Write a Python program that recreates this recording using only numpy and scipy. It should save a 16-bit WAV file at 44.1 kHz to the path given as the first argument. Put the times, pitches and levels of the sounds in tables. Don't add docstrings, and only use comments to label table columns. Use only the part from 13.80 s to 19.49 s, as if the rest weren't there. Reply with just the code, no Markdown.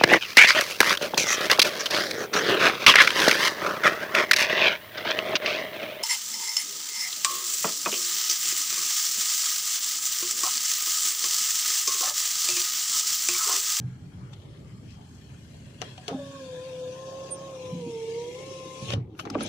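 import sys
import numpy as np
from scipy import signal
from scipy.fft import rfft, irfft
from scipy.io import wavfile
from scipy.ndimage import uniform_filter1d

SR = 44100
rng = np.random.default_rng(int(sys.argv[2]) if len(sys.argv) > 2 else 0)


def voltage_ratio(decibels):
    exponent = np.asarray(decibels, float) / 20
    return 10 ** exponent


def dump_mix(stems):
    frames = np.atleast_2d(stems).T
    limited = np.clip(frames, -1, 1)
    pcm = np.round(limited * 32767).astype(np.int16)
    wavfile.write(sys.argv[1], SR, pcm)


N = 250750

SHUT_S = 5.14
LAG = 22
# start_s, motor_colour_0_to_1, high_glass_colour_0_to_1,
# rubbing_colour_0_to_1
STATE = [(0, 0.18, 0.76, 0.01), (2.25, 0.34, 0, 0.27), (2.32, 0.88, 0, 0.77), (3.7, 0.7, 0.23, 0.78),
         (4.2, 0.88, 0.81, 0.6), (5.14, 0.83, 0.48, 1), (5.2, 0.5, 1, 0), (5.55, 0.6, 0.8, 0.04),
         (5.62, 0.6, 0.2, 0.27)]
# start_s, pitch_hz
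SPEED = [(2.37, 572), (2.44, 556), (2.56, 550), (2.63, 528), (2.69, 514), (2.78, 504), (2.875, 526),
         (2.91, 512), (3.0, 509), (3.1, 508), (3.18, 524), (3.36, 533), (3.55, 536), (3.66, 543),
         (3.72, 533), (3.78, 516), (3.92, 508), (3.99, 500), (4.04, 472), (4.09, 471), (4.15, 455),
         (4.24, 452), (4.32, 457), (4.41, 474), (4.5, 486), (4.58, 512), (4.66, 533), (4.8, 524),
         (4.98, 520), (5.14, 558)]
# pitch_hz, left_minus_right_db
LEAN = [(60, .5), (250, -.5), (700, 0), (1300, 2.5), (2400, 6.5), (4400, 5.5), (7500, 3.5), (11000, -1)]


def evened(x):
    return x / np.sqrt(np.mean(x ** 2) + 1e-20)


def read(points, hz):
    f, value = np.transpose(points)
    return np.interp(np.log(hz + 1), np.log(f + 1), value)


def columns(rows, t):
    s, *rest = np.transpose(rows)
    return [np.interp(t, s, c) for c in rest]


def add(mix, s, sound):
    part = mix[..., round(s * SR):][..., :sound.shape[-1]]
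    part += sound[..., :part.shape[-1]]


def blend(share, first, second):
    share = np.clip(share, 0, 1)
    return (1 - share) * first + share * second


def panned(pan_db):
    lean = voltage_ratio(np.clip(pan_db, -15, 15))
    return np.array([2 * lean / (1 + lean), 2 / (1 + lean)])


def stroke(rows, t):
    inside = (t >= rows[0][0]) * (t <= rows[-1][0])
    return voltage_ratio(columns(rows, t)[0]) * inside


def swells(rows, t):
    return [voltage_ratio(db - np.maximum(abs(rise) * (s - t), abs(fall) * (t - s))) for s, db, rise, fall in rows]


def joined(*gains):
    return np.sqrt(sum(g ** 2 for g in gains))


def noise(shape_db, size, patchy_db, streak_db, flicker_db):
    # pitch_hz, likeness_0_to_1
    likeness = [(60, 0.95), (200, 0.97), (400, 0.69), (800, 0.43), (1300, 0.065), (2500, 0.087),
                (5000, 0.035), (8000, 0.044)]
    hop = size // 4
    t, hz = np.arange(N // hop + 5) * hop / SR, np.fft.rfftfreq(size, 1 / SR)
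    a, b, c, d, patch, streak = rng.standard_normal((len(t), len(hz), 6)).T
    patch = evened(uniform_filter1d(uniform_filter1d(patch, size=6, axis=0), size=8, axis=1))
    streak = evened(uniform_filter1d(uniform_filter1d(streak, size=3, axis=0), size=90, axis=1))
    colour = voltage_ratio(shape_db(hz[:, None], t)) * np.ones_like(a)
    colour /= np.sqrt((colour ** 2).mean(0))
    same = np.clip(read(likeness, hz), 0, 1)[:, None]
    lean = voltage_ratio(read(LEAN, hz) / 2)[:, None]
    late = np.exp(-2j * np.pi * hz * LAG / SR * (hz > 1400))[:, None]
    right = a + 1j * b
    left = same * right * late + np.sqrt(1 - same ** 2) * (c + 1j * d)
    texture_db = patchy_db * patch + streak_db * streak + flicker_db * rng.standard_normal(len(t))
    z = np.array([left * lean, right / lean]) * colour * voltage_ratio(texture_db)
    out = signal.istft(z, nperseg=size, noverlap=size - hop)[1][:, :N]
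    return out / np.sqrt(np.mean(out.mean(0) ** 2))


def whistle(rows, orders, waver, fade, lag=0, pans=None):
    t = np.arange(rows[0][0], rows[-1][0], 1 / SR)
    hz, *rest = columns(rows, t)
    turns = np.cumsum(hz) / SR - np.outer([lag, 0], hz)
    out = np.zeros((2, N))
    for multiple, column, db in orders:
        tremble = 1 + waver * evened(uniform_filter1d(rng.standard_normal(len(t)), 800))
        level = np.sqrt(2) * voltage_ratio(rest[column] + db) * tremble
        line = level * np.sin(2 * np.pi * (multiple * turns + rng.random()))
        side = panned(rest[column + pans]) if pans else 1
        add(out, t[0], side * line * signal.windows.tukey(len(t), fade))
    return out


def efforts(t):
    # start_s, level_db
    road = [(0, -33.5), (.09, -40.5), (.3, -37.5), (.62, -43.5), (1.1, -40), (1.37, -44.5), (1.74, -44.5),
            (2.27, -48), (2.44, -45), (2.52, -48), (3.8, -56.5), (4.5, -50), (5.0, -55), (5.3, -56),
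            (5.686, -40.5)]
    # peak_s, level_db, rise_db_per_s, fall_db_per_s
    jolts = [
        (3.96, -34.5, 128, 117),
        (5.17, -28, 115, 136),
        (5.62, -43, 100, 30),
    ]
    # start_s, level_db
    rub_curve = [(2.26, -64), (2.29, -57), (2.5, -54.5), (3.22, -55), (4.0, -56.5), (4.24, -52), (5.0, -50),
                 (5.128, -44), (5.2, -100)]
    # start_s, level_db
    hands = [
        [(1.98, -85), (2.0, -62), (2.012, -53), (2.06, -53.5), (2.17, -61), (2.26, -56), (2.3, -61)],
        [(5.22, -105), (5.404, -57.5), (5.44, -61.5), (5.46, -65), (5.528, -57), (5.566, -59), (5.626, -45.5),
         (5.686, -49)],
    ]
    # peak_s, level_db, rise_db_per_s, fall_db_per_s
    pushes = [
        (.8, -72.5, 15, 41),
        (3.55, -63.5, 10.5, -2.5),
        (4.6, -58.5, 49, 21),
        (5.2, -54.5, 46, 501),
        (5.3, -85, 11, 10),
        (5.47, -49, 397, 200),
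        (5.566, -43.5, 344, 140),
    ]
    start_s = rub_curve[0][0]
    rub, hand = stroke(rub_curve, t), sum(stroke(rows, t) for rows in hands)
    shut_db = -700 * np.maximum(t - SHUT_S, 0)

    def breeze(db, growth_db_per_s):
        return voltage_ratio(db + growth_db_per_s * np.minimum(t, start_s) + shut_db)

    drum = rub * voltage_ratio(-17 + 0.77 * (t - start_s))
    return (joined(stroke(road, t), *swells(jolts, t)),
            joined(breeze(-70.5, -0.98), drum, hand * voltage_ratio(-10.5), *swells(pushes, t)),
            joined(breeze(-66, 2.14), rub, hand),
            joined(breeze(-78.5, 3.27), rub * voltage_ratio(-19.5), hand * voltage_ratio(-28)))


def road_rumble(gain):
    # pitch_hz, level_db
    idle = [(20, -29.5), (43, -15.5), (123, 3.5), (162, -9.5), (198, -8.5), (296, -22), (353, -35),
            (400, -20.5), (520, -29), (880, -120)]
    running = [(25, -30), (52, -29), (72, -21), (90, -7), (130, -4), (175, 2.5), (220, -20), (300, -5.5),
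               (420, -38), (880, -120)]

    def shape(hz, t):
        return blend(columns(STATE, t)[0], read(idle, hz), read(running, hz))

    return voltage_ratio(-2.5) * gain * noise(shape, size=2048, patchy_db=2.5, streak_db=1.5, flicker_db=0.36)


def door_drone(gain):
    # pitch_hz, level_db
    idle = [(140, -14.5), (230, -0.5), (355, -15), (390, -7), (451, -17), (599, -10), (1300, -29),
            (1690, -54), (2860, -120)]
    low_glass = [(180, -43.5), (260, -13), (330, -20.5), (430, -4.5), (560, -8.5), (700, -13), (830, -22),
                 (1000, -13.5), (1200, -25.5), (1500, -12), (2200, -65)]
    high_glass = [(180, -27.5), (250, -19.5), (330, 6), (400, 4.5), (520, -8), (660, -33.5), (790, -10),
                  (900, -19), (1100, -19.5), (1400, -38), (2200, -65)]

    def shape(hz, t):
        on, height, _ = columns(STATE, t)
        return blend(on, read(idle, hz), blend(height, read(low_glass, hz), read(high_glass, hz)))

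    return voltage_ratio(11.5) * gain * noise(shape, size=1024, patchy_db=2.2, streak_db=2.2, flicker_db=.6)


def seal_hiss(gain):
    # pitch_hz, level_db
    idle = [(530, -27), (900, -2), (1310, 8.5), (1420, 7.5), (2140, 2.5), (2610, 0), (2820, 2.5),
            (3340, 3.5), (3610, -6.5), (4360, 1), (4910, -4.5), (6470, -5), (9500, -21.5), (12400, -25),
            (20900, -120)]
    low_glass = [(760, -26), (1300, -40.5), (1370, -12), (1550, -15), (1700, 10), (1940, -17.5),
                 (2250, -13.5), (2470, 0.5), (2990, -4), (3620, 3.5), (4070, -6), (5810, -6), (6420, -5),
                 (8180, -20), (9500, -15), (12400, -46), (20900, -120)]
    high_glass = [(760, -54), (1300, -28), (1470, -58), (1600, -37), (1800, -14), (1910, -34), (2050, -1),
                  (2290, 5), (2470, -2.5), (4840, -11), (6110, -0.5), (8320, -20), (9500, -14.5),
                  (12400, -59), (20900, -120)]

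    def shape(hz, t):
        _, height, rubbing = columns(STATE, t)
        return blend(rubbing, read(idle, hz), blend(height, read(low_glass, hz), read(high_glass, hz)))

    t = np.arange(N) / SR
    hiss = noise(shape, size=1024, patchy_db=2.8, streak_db=2.8, flicker_db=1.2)
    turns = np.cumsum(columns(SPEED, t)[0]) / SR
    sparks = 1 + 0.067 * columns(STATE, t)[0] * np.cos(2 * np.pi * turns)
    return gain * hiss * sparks


def thin_air(gain):
    # pitch_hz, level_db
    air = [(4410, -49), (7500, 1), (8160, -6.5), (8960, -6), (12000, -14), (14900, -19), (15200, -30)]
    return voltage_ratio(2.2) * gain * noise(lambda hz, t: read(air, hz), size=256, patchy_db=-1.0, streak_db=2.0,
                                   flicker_db=-1.0)


def engine():
    # start_s, firing_hz, level_db
    idle = [(0, 31.5, -60), (1, 31.3, -59), (2, 32, -57), (2.9, 32.7, -51), (3.56, 34.4, -50),
            (5.686, 34.4, -50.5)]
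    # multiple, level_db
    firing = [(1, -16), (2, -18), (3, -6.5), (4, -4.5), (5, -4.5), (6, -15.5), (8, -12), (9, -12),
              (10, -12.5), (11, -28.5), (12, -21)]
    return whistle(idle, [(k, 0, db) for k, db in firing], waver=0.094, fade=.002)


def thumps():
    # start_s, peak_db, pitch_hz, t60_s
    bumps = [(0.0, -27, 130, 0.1), (0.04, -21, 125, 0.24), (0.244, -34.5, 152.4, 0.15),
             (2.313, -36.5, 177.8, 0.36), (3.925, -27, 173.9, 0.48), (4.063, -27.5, 250, 0.11),
             (5.023, -24, 132, 0.14), (5.085, -24.5, 113.7, 0.28), (5.136, -21.5, 119, 0.29),
             (5.165, -17.5, 120.4, 0.243), (5.55, -29.5, 308, 0.15), (5.588, -26, 224.3, 0.25),
             (3.941, -31.5, 245, 0.14), (4.075, -31.5, 328, 0.11)]
    door_knocks = [(2.0165, -35, 457, 0.093), (2.282, -28, 427, 0.1), (2.311, -22, 454, 0.038),
                   (2.344, -19.5, 263, 0.06), (5.101, -31, 510, 0.035), (5.289, -40, 332, 0.1),
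                   (5.323, -37.5, 317, 0.21), (5.467, -29, 302, 0.08), (5.502, -29, 300, 0.04),
                   (5.5115, -22, 270, 0.04), (5.529, -30, 230, 0.05), (5.578, -30, 330, 0.04),
                   (5.556, -19, 281.6, 0.11), (5.612, -19, 242, 0.04), (5.597, -30, 260, 0.051),
                   (5.619, -28, 303, 0.038),
                   (2.0172, -29, 737, 0.063), (2.179, -40.5, 743, 0.13), (2.282, -34, 697, 0.25),
              (2.307, -32.5, 533, 0.18), (2.327, -33.5, 797, 0.13), (2.351, -39, 609, 0.34),
              (5.102, -32, 588, 0.072), (5.1345, -19.5, 547, 0.043), (5.453, -37, 730, 0.057),
              (5.553, -14, 592, 0.032), (5.611, -28.5, 570, 0.057), (5.5525, -20.5, 1153, 0.03),
              (0.529, -52, 1300, 0.05), (0.533, -52, 850, 0.04), (5.391, -35, 1400, 0.04),
              (5.395, -32, 1400, 0.025), (5.391, -38, 2720, 0.04), (5.3955, -30, 2700, 0.02),
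              (5.1368, -26, 3650, 0.013), (2.2803, -28, 3400, 0.015), (2.281, -33, 6000, 0.012),
              (5.117, -32, 2400, 0.02), (5.35, -55, 1400, 0.03), (5.5005, -34, 4950, 0.02),
              (5.547, -33, 700, 0.03), (5.652, -36, 590, 0.15), (5.402, -38, 620, 0.05),
              (5.499, -36, 1150, 0.04), (2.296, -33, 640, 0.06), (5.35, -52, 2720, 0.019)]
    t, out = np.arange(20000) / SR, np.zeros(N)
    for s, peak_db, hz, t60 in bumps + door_knocks:
        modes = np.sin(2 * np.pi * hz * t)
        modes += 0.25 * np.sin(2 * np.pi * 1.35 * hz * t)
        modes += 0.33 * np.sin(2 * np.pi * 0.88 * hz * t)
        attack = 1 - np.exp(-t * hz / 0.92)
        add(out, s, voltage_ratio(peak_db - 60 * t / t60) * modes * attack)
    return out * panned(np.array([-.8]))


def scuffs():
    # peak_s, level_db, rise_db_per_s, fall_db_per_s,
    # centre_hz
    rubs = [(.33, -67, 300, 196, 1390), (.48, -58.5, 200, 300, 1230), (0.599, -64.5, 200, 64, 3360),
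            (.9, -63, 400, 300, 2000), (1.05, -50, 204, 300, 297), (1.11, -58, 248, 250, 2700),
            (1.115, -60, 200, 200, 5030), (1.2, -55, 198, 150, 770), (1.36, -64.5, 200, 200, 6500),
            (1.5, -67, 402, 100, 2500), (1.52, -60, 200, 200, 790), (1.75, -56, 250, 152, 605),
            (1.75, -68, 100, 100, 6760), (1.94, -65, 300, 300, 696), (3.45, -54, 58, 40, 716),
            (5.16, -70, 900, 170, 2100), (5.17, -69, 900, 247, 3840), (5.33, -72, 150, 300, 3200),
            (0.681, -51.5, 300, 200, 298), (0.819, -54, 200, 300, 380), (0.419, -61, 150, 150, 1090),
            (.76, -64, 100, 152, 3300), (1.85, -66, 98, 60, 1630), (5.525, -44, 400, 400, 218),
            (3.33, -48, 150, 69, 680), (3.62, -50, 80, 100, 650), (.536, -52, 1500, 1200, 3520),
            (5.2, -67.5, 300, 152, 2200), (5.03, -44, 300, 200, 198), (5.15, -47, 900, 300, 1100),
            (3.9, -48, 101, 102, 396),
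            (5.38, -71, 401.5, 602, 5500), (5.399, -57, 600, 300, 11000), (5.386, -68, 350, 900, 3500),
                 (5.474, -51, 900, 700, 2220), (5.548, -41.5, 1500, 900, 2580),
                 (5.592, -43, 1200, 300, 2510), (5.615, -42.5, 900, 400, 3370),
                 (5.612, -46.5, 900, 400, 5770), (5.668, -42.5, 500, 395, 3270),
                 (5.67, -46, 300, 200, 6030), (5.125, -47, 600, 900, 4800), (5.15, -55, 900, 500, 4300),
                 (5.52, -56, 500, 200, 3200), (.535, -58, 1500, 1500, 6500)]
    slips_per_s, width = 1800, 0.41
    t, out = np.arange(-.5, .5, 1 / SR), np.zeros((2, N + SR))
    for s, db, rise, fall, hz in rubs:
        slips = voltage_ratio(3.3 * np.minimum(rng.exponential(1, len(t)), 3)) * (rng.random(len(t)) < slips_per_s / SR)
        common, own = rng.standard_normal((2, len(t))) * slips
        b, a = signal.iirpeak(hz, 1 / width, SR)
        ports = [np.roll(common, LAG) + 1.4 * own, common]
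        rung = signal.lfilter(b, a, signal.lfilter(b, a, ports))
        swell = swells([(0, db, rise, fall)], t)[0]
        add(out, s, evened(rung) * swell * panned(read(LEAN, np.array([hz]))))
    return out[:, SR // 2:][:, :N]


def ticks():
    # start_s, peak_db, t60_s, left_minus_right_db, treble_slope_db_per_octave
    bright = [
        (0.532, -42, 0.04, 12, 0),
        (2.0168, -20, 0.019, 8, 1.5),
        (2.178, -35.5, 0.042, 6, -1.0),
        (2.28, -23, 0.032, 8.5, 5),
        (5.1033, -19.5, 0.02, 5, -2.5),
        (5.119, -28, 0.075, -8, -5.5),
        (5.135, -18.5, 0.024, 2, -1.5),
        (5.1378, -21, 0.014, 10, -3),
        (5.39, -31, 0.094, 10, -3),
    ]
    dull = [
        (2.0227, -22.5, 0.027, 3.8, -6),
        (2.2867, -32.5, 0.2, 1, -6),
        (5.3959, -25, 0.036, 3.7, -0.5),
        (5.452, -30, 0.058, 5, -6),
        (5.473, -31, 0.028, 4.5, -18),
        (5.5005, -25, 0.022, 8, 4),
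        (5.5475, -28, 0.033, 13, -19),
        (5.606, -24.5, 0.067, 0.5, -4),
    ]
    # pitch_hz, level_db
    plastic = [(590, -2.5), (1000, 0.5), (1910, -4.5), (2930, -3.5), (5170, -5.5), (5920, -3),
               (8320, -17.5), (15000, -33)]
    t, hz_axis, out = np.arange(8192) / SR, np.fft.rfftfreq(8192, 1 / SR), np.zeros((2, N))
    for ring_hz, (s, tick_db, t60, pan_db, slope_db) in [(3000, r) for r in bright] + [(1293, r) for r in dull]:
        common, own = rng.standard_normal(len(t)), rng.standard_normal((2, len(t)))
        colour = voltage_ratio(read(plastic, hz_axis) + slope_db * np.log2(1 + hz_axis / 2500))
        ports = np.array([np.roll(common, LAG), common]) + 0.9 * own
        grit = irfft(rfft(ports) * colour)
        ring = signal.lfilter(*signal.iirpeak(ring_hz, 12, SR), grit)
        decay = voltage_ratio(-60 * t / t60) + 0.06 * voltage_ratio(-60 * t / 0.18)
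        attack = 1 - np.exp(-t / (0.013 * t60))
        crack = (evened(grit) + 0.9 * evened(ring)) * decay * attack
        add(out, s, voltage_ratio(tick_db - 7.5) * crack * panned(np.array([pan_db])))
    return out


def singing_panel():
    # start_s, pitch_hz, level_db
    panel = [(2.29, 283, -44.5), (2.354, 264.5, -37.5), (2.53, 274, -50), (2.636, 261, -44),
             (2.72, 265, -70)]
    return whistle(panel, [(1, 0, 0)], waver=0.25, fade=0.1)


def motor():
    # start_s, first_multiple_db, second_multiple_db
    load = [(2.37, -43, -67), (2.4, -37, -62), (2.47, -46, -57.5), (2.57, -48.5, -49.5), (2.63, -41, -62.5),
            (2.69, -41, -57), (2.73, -37.5, -64), (2.78, -36.5, -56.5), (2.88, -39.5, -57),
            (2.99, -37, -65), (3.04, -34, -56), (3.08, -36, -66), (3.18, -41.5, -51), (3.4, -40, -51),
            (3.61, -43, -50), (3.71, -41.5, -48.5), (3.77, -41, -59), (3.92, -40, -50), (3.95, -43, -56),
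            (4.04, -38, -53), (4.14, -34, -54), (4.3, -34, -55.5), (4.42, -34.5, -48.5), (4.51, -40, -55),
            (4.54, -41, -70), (4.56, -38.5, -56), (4.585, -42, -50), (4.66, -43, -55), (4.8, -43, -51),
            (4.99, -45, -48), (5.03, -41, -50), (5.07, -54, -51.5), (5.14, -53, -48)]
    weak_orders = [(5, -29)]
    # commutator_hz, first_left_minus_right_db, second_left_minus_right_db
    door = [(450, -4, 0), (466, -1, 4), (489, -7, -7), (502, 3, 8), (520, 2.5, 13), (533, -3.5, 7),
            (550, -4, -14), (580, 8, 0)]
    t = np.arange(load[0][0], load[-1][0], .005)
    hz = uniform_filter1d(columns(SPEED, t)[0], size=4)
    rows = np.transpose([t, hz, *columns(load, t), *columns(door, hz)])
    orders = [(1, 0, 0), (2, 1, 0.0035)] + [(k, 1, db) for k, db in weak_orders]
    return whistle(rows, orders, waver=0.2, fade=0.016, lag=.00008, pans=2)


def squeaks():
    # start_s, pitch_hz, level_db
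    slips = [
        [(3.497, 8920, -77), (3.512, 8970, -37.5), (3.527, 8916, -29.5), (3.548, 8914, -44.5),
         (3.57, 8912, -70)],
        [(5.615, 10240, -84), (5.632, 10370, -34.5), (5.65, 10390, -60)],
    ]
    lines = sum(whistle(rows, [(1, 0, 0.0022)], waver=0.059, fade=.2, lag=.00002) for rows in slips)
    return lines * panned(np.array([-6.]))


def thin_lines():
    # start_s, pitch_hz, level_db
    songs = [
        [(3.68, 2800, -80), (3.75, 2800, -66), (3.87, 2790, -65), (3.97, 2800, -80)],
        [(4.0, 3400, -80), (4.06, 3290, -65), (4.15, 3190, -64), (4.3, 3170, -65), (4.36, 3200, -80)],
    ]
    return sum(whistle(rows, [(1, 0, 0)], waver=.5, fade=.1) for rows in songs) * panned(np.array([6.]))


def seal():
    # start_s, level_db, centre_hz
    grind = [(5.02, -72, 3875), (5.055, -44.5, 3760), (5.09, -42, 3000), (5.11, -42, 2550),
             (5.135, -40, 3000), (5.15, -76, 2805), (5.18, -80, 2800)]
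    slips_per_s, width_hz = 2500, 900
    t, out = np.arange(grind[0][0], grind[-1][0], 1 / SR), np.zeros((2, N))
    level_db, hz = columns(grind, t)
    force = voltage_ratio(2.6 * np.minimum(rng.exponential(1, len(t)), 2))
    slips = rng.standard_normal((2, len(t))) * force * (rng.random(len(t)) < slips_per_s / SR)
    turn, r = np.exp(2j * np.pi * np.cumsum(hz) / SR), np.exp(-np.pi * width_hz / SR)
    rubber = (turn * signal.lfilter([1], [1, -2 * r, r * r], slips / turn)).real
    add(out, t[0], voltage_ratio(level_db) * evened(rubber) * panned(np.array([5.5])))
    return out


def scene():
    road, door, seals, thin = efforts(np.arange(N) / SR)
    cabin = road_rumble(road) + door_drone(door) + seal_hiss(seals) + thin_air(thin)
    window = singing_panel() + motor() + squeaks() + thin_lines() + seal()
    return cabin + engine() + thumps() + scuffs() + ticks() + window


def gated(x):
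    hz, t, z = signal.stft(x, SR, nperseg=2048, noverlap=1536)
    power = (abs(z) ** 2).mean(0)
    power = uniform_filter1d(uniform_filter1d(power, size=4, axis=0), size=4, axis=1) + 1e-20
    whining = t > 2.4
    under = power / power[hz > 400].max(0) ** .6 * whining + ~whining
    band = (hz > 1150) & (hz < 2250)
    weakest = under < np.percentile(under[band], 5)
    weak = band[:, None] & weakest & (t < SHUT_S)
    return signal.istft(z * voltage_ratio(-14 * weak), SR, nperseg=2048, noverlap=1536)[1][:, :N]


def top_cut(x):
    return signal.sosfilt(signal.butter(12, 15480, fs=SR, output="sos"), x)


def record(dry):
    self_noise = signal.lfilter([1], [1, -.7], rng.standard_normal(dry.shape)) * voltage_ratio(-81)
    bass_cut = signal.butter(N=2, Wn=48, btype="high", fs=SR, output="sos")
    heard = signal.sosfilt(bass_cut, dry + self_noise)
    treble_cut = signal.firwin(511, 15130, window=("kaiser", 8), fs=SR)
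    heard = signal.oaconvolve(heard, treble_cut[None], "same")
    return top_cut(gated(heard))


dry = scene()
out = record(dry)
dump_mix(out)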